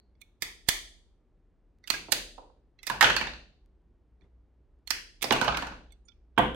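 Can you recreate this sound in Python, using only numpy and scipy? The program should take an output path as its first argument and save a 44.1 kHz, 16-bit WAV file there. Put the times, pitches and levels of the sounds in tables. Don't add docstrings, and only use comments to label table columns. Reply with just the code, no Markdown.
import sys
import numpy as np
from scipy import signal
from scipy.fft import rfft, irfft
from scipy.io import wavfile

SR = 44100
rng = np.random.default_rng(int(sys.argv[2]) if len(sys.argv) > 2 else 0)


def ratio(d):
    e = np.asarray(d, float) / 20
    return 10 ** e


def inscribe(sig):
    pcm = np.round(np.clip(np.atleast_2d(sig).T, -1, 1) * 32767)
    wavfile.write(sys.argv[1], SR, pcm.astype(np.int16))


N = 288842
LEAD = SR // 50


def cut(x, hz, kind, order=4):
    return signal.sosfilt(signal.butter(order, hz, kind, fs=SR, output="sos"), x)


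def band(x, lo_hz, hi_hz):
    y = cut(x, [lo_hz, min(hi_hz, 0.45 * SR)], "band", order=3)
    return y / np.std(y)


def colour(x, points, delay_s=0.0):
    hz = np.fft.rfftfreq(x.shape[-1], 1 / SR)
    point_hz, db = np.transpose(points)
    gain = ratio(np.interp(np.log(hz + 1), np.log(point_hz), db))
    delay = np.exp(-2j * np.pi * hz * delay_s)
    return irfft(rfft(x) * gain * delay, x.shape[-1])


def peak(pair, db):
    return pair * ratio(db) / np.max(np.abs(pair[0]))


def add(track, s, sound):
    i = int(s * SR) - LEAD
    track[..., i:i + sound.shape[-1]] += sound[..., :track.shape[-1] - i]


def opening(x):
    open_s, close_s = 0.065, 0.12
    follow = 0.87
    t = np.arange(SR) / SR
    memory = np.exp(-2 * t / close_s) * (1 - np.exp(-t / open_s)) ** 2
    power = np.abs(signal.fftconvolve(x ** 2, memory)[:N])
    return (power / power.max()) ** (follow / 2)


# (frequency [Hz], density [dB per Hz])
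AIR_SPECTRUM = [(47, -40), (80, -6), (157, -13.5), (397, -16), (520, -23.5), (1970, -39.5), (10300, -61),
                (11500, -91)]
# (time [s], level [dB])
HUM_LEVEL = [(0, -62.5), (1.2, -71), (2.7, -70), (3.6, -60), (6.55, -59)]
# (time [s], level [dB], length [s])
SLEEVE_BRUSHES = [
    (2.03, -58.5, .08),
    (4.24, -69, 0.03),
]


def floor(near, far):
    mains_hz, hum_width_hz, boom_hz = 59, 7, 400
    t = np.arange(N) / SR
    held, struck = opening(near), opening(far)
    boom = opening(cut(far, boom_hz, "low"))
    noise = rng.standard_normal((5, N))
    sides = np.array([[1], [-1]])

    rumble = band(cut(noise[0] + 0.2 * sides * noise[1], 28, "high"), 31, 45)
    rumble_gain = ratio(-61.5) + ratio(-49.5) * held + ratio(-41.5) * struck

    waver = band(noise[2] + 0.14 * sides * noise[1], mains_hz - hum_width_hz, mains_hz + hum_width_hz)
    hum = 0.85 * np.sin(2 * np.pi * mains_hz * t) + 0.55 * waver
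    hum_gain = ratio(np.interp(t, *np.transpose(HUM_LEVEL)))
    hum_gain = hum_gain + ratio(-59) * held + ratio(-49.5) * struck + ratio(-40.5) * boom

    air = colour(noise[3] + 0.23 * sides * noise[4], AIR_SPECTRUM)
    air_gain = ratio(-70.5)
    for s, db, length_s in SLEEVE_BRUSHES:
        air_gain = air_gain + ratio(db) * np.exp(-((t - s) / length_s) ** 2)
    return ratio(-5.5) * rumble_gain * rumble + ratio(-2.0) * hum_gain * hum + air_gain * air / np.std(air)


# (frequency [Hz], t60 [s], level [dB])
ROOM_OCTAVES = [(121.65, 0.67, -11.5), (251, 0.67, -13), (480, 0.53, -9.5), (1063, 0.31, -12),
                (1940, 0.39, -11.5), (3930, 0.48, -16), (6976, 0.44, -14.5), (14000, 0.29, -12.5)]


def room(x, build_s=0.0098):
    t = np.arange(int(0.8 * SR)) / SR
    sides = np.array([[1], [-1]])
    tail = 0
    for hz, t60, db in ROOM_OCTAVES:
        lo_hz, hi_hz = hz / 2 ** 0.5, hz * 2 ** 0.5
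        mid = band(rng.standard_normal(len(t)), lo_hz, hi_hz)
        side = band(rng.standard_normal(len(t)), lo_hz, hi_hz)
        pair = mid + min(hz / 1100.0, 1) * side * sides
        tail = tail + ratio(db - 35.0) * np.sqrt(hz / 1000) * pair * np.exp(-np.log(1000) * t / t60)
    return signal.fftconvolve(x[None], tail * (1 - np.exp(-t / build_s)), axes=1)[:, :N]


# (frequency [Hz], level difference [dB])
PORT_SHADOW = [(100, -4), (300, -5.5), (700, -14), (2000, -7), (5000, -21.5), (12000, -21)]


def ports(x):
    left = colour(x, [(hz, db / 2) for hz, db in PORT_SHADOW], delay_s=3 / SR)
    right = colour(x, [(hz, -db / 2) for hz, db in PORT_SHADOW])
    return np.array([left, right])


# (time [s], peak level [dB])
TABLE_JOLTS = [
    (0.6873, -18.5),
    (2.1214, -35),
    (3.0094, -31.5),
    (4.905, -52.5),
]


def jolts():
    push_s, top_hz = 0.0024, 900
    out, t = np.zeros(N), np.arange(SR // 20) / SR
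    push = np.diff(t * np.exp(-t / push_s))
    for s, db in TABLE_JOLTS:
        add(out, s + LEAD / SR, ratio(db) * push / push.max())
    return cut(out, top_hz, "low", order=1)


# (time [s], peak level [dB])
DRY_SNAPS = [
    (1.7866, -66),
    (3.6607, -63.5),
    (3.8194, -79.5),
    (4.7894, -77.5),
]


def snaps():
    out = np.zeros(N)
    for s, db in DRY_SNAPS:
        out[int(s * SR)] = ratio(db + 12.0)
    return cut(out, [600, 7000], "band", order=1)


# (time [s], peak level [dB], ring [Hz], t60 [s])
PIN_PINGS = [(0.2148, -57.5, 2213, 0.045), (2.7884, -63, 2652, .04), (2.8303, -51, 2050, .06),
             (2.7885, -60, 4100, .04), (4.873, -41, 4290, 0.032), (1.8392, -60, 1940, 0.076),
             (1.939, -35, 1635, 0.063), (5.9202, -70, 6000, .04), (5.9211, -74, 4460, 0.069),
             (6.051, -70, 6970, .06), (6.052, -72.5, 8800, .06), (6.083, -69.5, 1400, 0.088)]


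def pings():
    rise_s, pan_db, room_db = 0.0054, -14.5, -9
    out, t = np.zeros(N), np.arange(SR // 10) / SR
    for s, db, hz, t60 in PIN_PINGS:
        fade = (1 - np.exp(-t / rise_s)) * np.exp(-np.log(1000) * t / t60)
        add(out, s + LEAD / SR, ratio(db) * fade / fade.max() * np.sin(2 * np.pi * hz * t))
    return out * ratio(np.array([[pan_db], [-pan_db], [2 * room_db]]) / 2)


def ring(modes, chance, detune=0.03, scatter_db=2.0):
    t = np.arange(SR // 20) / SR
    hz, db, t60 = np.transpose(modes)[:, :, None]
    k = len(modes)
    tuned_hz = hz * (1 + detune * chance[:k, None])
    weight = ratio(db + scatter_db * chance[k:2 * k, None])
    tones = np.sin(2 * np.pi * tuned_hz * t) * np.exp(-np.log(1000) * t / t60)
    sign = (-1.0) ** np.arange(k)[:, None]
    return np.sum(sign * weight * tones, axis=0)


def blow(db, hz, thud_db, crack_db, rattle_ms, body, base, ring_db, ring_t60, scrape_db):
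    spread_s = 0.0015
    chance, size = rng.standard_normal(40), SR // 12
    t = (np.arange(size) - LEAD) / SR
    scrape = ratio(scrape_db) * np.exp(t / 0.004)
    rattle = np.exp(-t / max(rattle_ms / 1000, 1e-4))
    fade = np.where(t < 0, scrape, rattle)
    knocks = np.zeros((2, size))
    knocks[0] = rng.standard_normal(size) * np.where(rng.random(size) < 0.1, 1, 0.2) * fade
    knocks[0, LEAD] += 0.6
    knocks[1, LEAD] = np.sqrt(np.sum(knocks[0] ** 2))

    shell = cut(ring(body, chance), [1100, 7000], "band", order=2)
    shell = shell + ring([(hz, ring_db, ring_t60)], 0 * chance)
    shell = cut(shell, min(9000 * ratio(0.27 * crack_db), 15000), "low", order=1)
    brief = shell * np.exp(-np.arange(len(shell)) / SR / spread_s)
    shell = np.array([shell, brief * np.std(shell) / np.std(brief)])
    thud = cut(ring(base, chance[20:]), [110, 1250], "band", order=2)

    shell = signal.fftconvolve(knocks, shell, axes=1)[:, :size]
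    thud = signal.fftconvolve(knocks, thud[None], axes=1)[:, :size]
    crack = cut(cut(knocks, 5500, "high", order=3), 8500, "low", order=1)
    return peak(shell, db) + peak(thud, db + thud_db) + peak(crack, db + crack_db)


# (time [s], peak level [dB], ring [Hz], left minus right [dB], crack [dB])
BRICK_TICKS = [(0.152, -74, 2148, -13, -34), (0.2134, -58.5, 2077, -20.5, 0), (1.8396, -59, 1680, -17, -7),
               (1.8389, -46, 2040, -10, -21.5), (2.7911, -62, 4010, -15, -40),
               (2.7891, -52.5, 2007, -7.5, -20), (4.2094, -67, 2334, -16, -25.5),
               (4.218, -67.5, 1900, -18, -27), (4.2401, -72.5, 2020, -9, -27.5),
               (5.906, -66, 3700, -21.5, -30), (5.922, -62, 8310, -36, -3), (6.0848, -66, 2378, -27, -16),
               (6.1185, -66.5, 3200, -30, -22), (6.0845, -60, 5300, -37, -22),
               (0.2155, -52.5, 3600, -30, 3)]
# (frequency [Hz], level [dB], t60 [s])
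BRICK_MODES = [(1800, -17, 0.0073), (2240, -2.5, 0.044), (3500, -1.5, 0.081), (4440, -0.5, 0.02),
               (6000, -3, 0.015)]
# (frequency [Hz], level [dB], t60 [s])
HAND_MODES = [(146, -6.5, 0.0085), (302, -4.5, 0.016), (547, -5, 0.011), (900, 2, 0.0045)]


def ticks():
    out = np.zeros((3, N))
    for s, db, hz, pan_db, crack_db in BRICK_TICKS:
        tick = blow(db, hz, -31.5, crack_db, 3.2, BRICK_MODES, HAND_MODES,
                    ring_db=4.5, ring_t60=0.02, scrape_db=-16.5)
        add(out, s, tick[[0, 0, 1]] * ratio(np.array([[pan_db], [-pan_db], [0]]) / 2))
    dying = band(rng.standard_normal(N), 4060, 4550) * np.exp(-np.arange(N) / SR / 0.035)
    return out + ratio(-79.0) * dying


# (time [s], peak level [dB])
ROUND_BOUNCES = [
    (2.3795, -53.5),
    (2.43, -75.5),
    (2.4994, -70),
]
# (time [s], peak level [dB], loudest ring [Hz], thud [dB], crack [dB])
TALL_FALL = [
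    (2.8978, -20, 1020, -6.5, -11.5),
    (3.0094, -6, 1818, -28.5, -12),
    (3.0254, -8, 883, -44.5, -15.5),
    (3.0424, -9.5, 3120, -21.5, -20.5),
    (3.0644, -20, 1510, -26, -22),
    (3.0993, -15.5, 1881, -13.5, -25.5),
    (3.1644, -14, 4370, -17.5, -16),
    (3.2107, -20, 2320, -11.5, -23.5),
]
TALL_ROCKS = [
    (3.27, -29, 3640, -6, -29),
    (3.335, -37.5, 4130, -22, -27),
]
SQUARE_TUMBLE = [(5.3068, -10, 880, -5.5, -29), (5.3229, -16.5, 2850, -1.5, -10.5),
                 (5.3604, -27.5, 1150, -25.5, -18.5), (5.4131, -15.5, 1500, -8, -19),
                 (5.4225, -25.5, 966, -18, -40), (5.4446, -25, 1024, -5, -12),
                 (5.4788, -16.5, 1250, -3, -33), (5.4861, -25.5, 1380, 1.5, -30.5),
                 (5.5223, -27, 1464, -8.5, -30), (5.5448, -24, 1587, -17, -37),
                 (5.5704, -21, 1654, -11, -10), (5.6221, -29.5, 1768, 0.5, -19),
                 (5.6689, -32.5, 1451, -7, -17), (5.7202, -41.5, 1299, 1, -32), (5.77, -68, 880, 10, -25.5)]
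PISTOL_LAID = [
    (6.377, -14, 945, 0, -34.5),
    (6.3829, -20, 900, 2.5, -15.5),
    (6.3906, -22, 1908, 6, -42),
    (6.4322, -31.5, 480, 0, -40.5),
    (6.5454, -39, 521, 5.5, -11),
]
# (frequency [Hz], level [dB], t60 [s])
BRICK_TARGET_MODES = [(1250, 2.5, 0.0038), (1593, -1, 0.018), (1834, -3, 0.0046), (2285, -3.5, 0.0096),
                      (2870, -1.5, 0.0063), (3360, -2.5, 0.0074), (4070, -2.5, 0.0027),
                      (5176, -15.5, 0.018), (5770, -6, 0.0015)]
# (frequency [Hz], level [dB], t60 [s])
TABLE_TOP_MODES = [(131, -11.5, 0.027), (203, -10.5, 0.061), (302, -7.5, 0.035), (324, -9, 0.038),
                   (483, -1.5, 0.012), (643, -0.5, 0.0097), (703.7, -5, 0.043), (916, 3, 0.016),
                   (1180, -3.5, 0.024)]


def table():
    round_hz, round_thud_db, round_crack_db = 755.6, 13.5, -34
    bounces = [(s, db, round_hz, round_thud_db, round_crack_db) for s, db in ROUND_BOUNCES]
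    all_modes, dull_modes = BRICK_TARGET_MODES, BRICK_TARGET_MODES[:6]
    top, narrow_top = TABLE_TOP_MODES, TABLE_TOP_MODES[2:-1]
    groups = [  # blows, rattle in ms, body, base
        (bounces, 6.1, all_modes, narrow_top),
        (TALL_FALL, 6.3, all_modes, top),
        (SQUARE_TUMBLE, 5.8, all_modes, top),
        (PISTOL_LAID, 6.1, dull_modes, top),
        (TALL_ROCKS, 6.3, all_modes, top),
    ]
    out = np.zeros((2, N))
    for rows, rattle_ms, body, base in groups:
        for s, *row in rows:
            add(out, s, blow(*row, rattle_ms, body, base, ring_db=-5.5, ring_t60=0.057, scrape_db=-35.5))
    return out


# (time [s], peak level [dB], loudest ring [Hz], thud [dB], crack [dB])
GUN_CLACKS = [(0.4217, -22.5, 2110, -18.5, -3.5), (0.6868, -13, 3480, -23, -2.5),
              (1.8744, -36.5, 4570, -22.5, -2.5), (1.9019, -15.5, 2100, -17.5, -5),
              (1.9375, -30.5, 1540, -9, -33), (2.1207, -13.5, 3920, -15.5, -1.5),
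              (2.8302, -42.5, 2240, -24.5, -1.5), (2.8675, -27, 4060, -21.5, 0),
              (2.8724, -26.5, 2290, -18, -6), (4.8742, -34.5, 4000, -27, -3),
              (4.9048, -16.5, 4630, -19, -4.5), (5.2249, -20, 4750, -16.5, -2),
              (5.241, -21.5, 2700, -4, -12)]
SLIDE_STARTS = [
    (.408, -70, 2274, -16, -18),
    (0.664, -59, 3040, -12, -15.5),
    (0.684, -36.5, 3500, -10.5, -1.5),
    (2.0845, -57.5, 1300, 18.5, -14),
    (5.211, -45, 2040, -11, -21),
    (5.219, -31, 2176, -23, -4),
    (6.365, -69, 1460, 3.5, -24.5),
]
# (frequency [Hz], level [dB], t60 [s])
PISTOL_MODES = [(1300, -6, 0.0027), (1686, -2, 0.01), (2150, 3, 0.0031), (2700, 2.5, 0.0055),
                (3540, 3.5, 0.0041), (3900, 3, 0.0029), (4240, -2, 0.005), (5050, -2.5, 0.007),
                (5900, -3.5, 0.0033)]


def gun():
    out = np.zeros((2, N))
    for rows, rattle_ms in ((GUN_CLACKS, 5.5), (SLIDE_STARTS, 11)):
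        for s, *row in rows:
            add(out, s, blow(*row, rattle_ms, PISTOL_MODES, HAND_MODES,
                             ring_db=-9.5, ring_t60=0.013, scrape_db=-23.0))
    return out


def scene():
    near, far, small = gun(), table(), ticks() + pings()
    echoes = room(near[1] + ratio(1.5) * far[1] + ratio(-4.0) * small[2])
    direct = ports(near[0] + far[0]) + small[:2]
    return direct + snaps() + jolts() + echoes + floor(near[0], far[0])


def low_pass(x):
    return signal.sosfilt(signal.butter(12, 16820, fs=SR, output="sos"), x)


def record(dry):
    soft = dry / (1 + (dry / 0.9) ** 4) ** 0.25
    mix = signal.sosfilt(signal.ellip(8, 0.2, 70, 15900, fs=SR, output="sos"), soft)
    return low_pass(mix)


dry = scene()
out = record(dry)
inscribe(out)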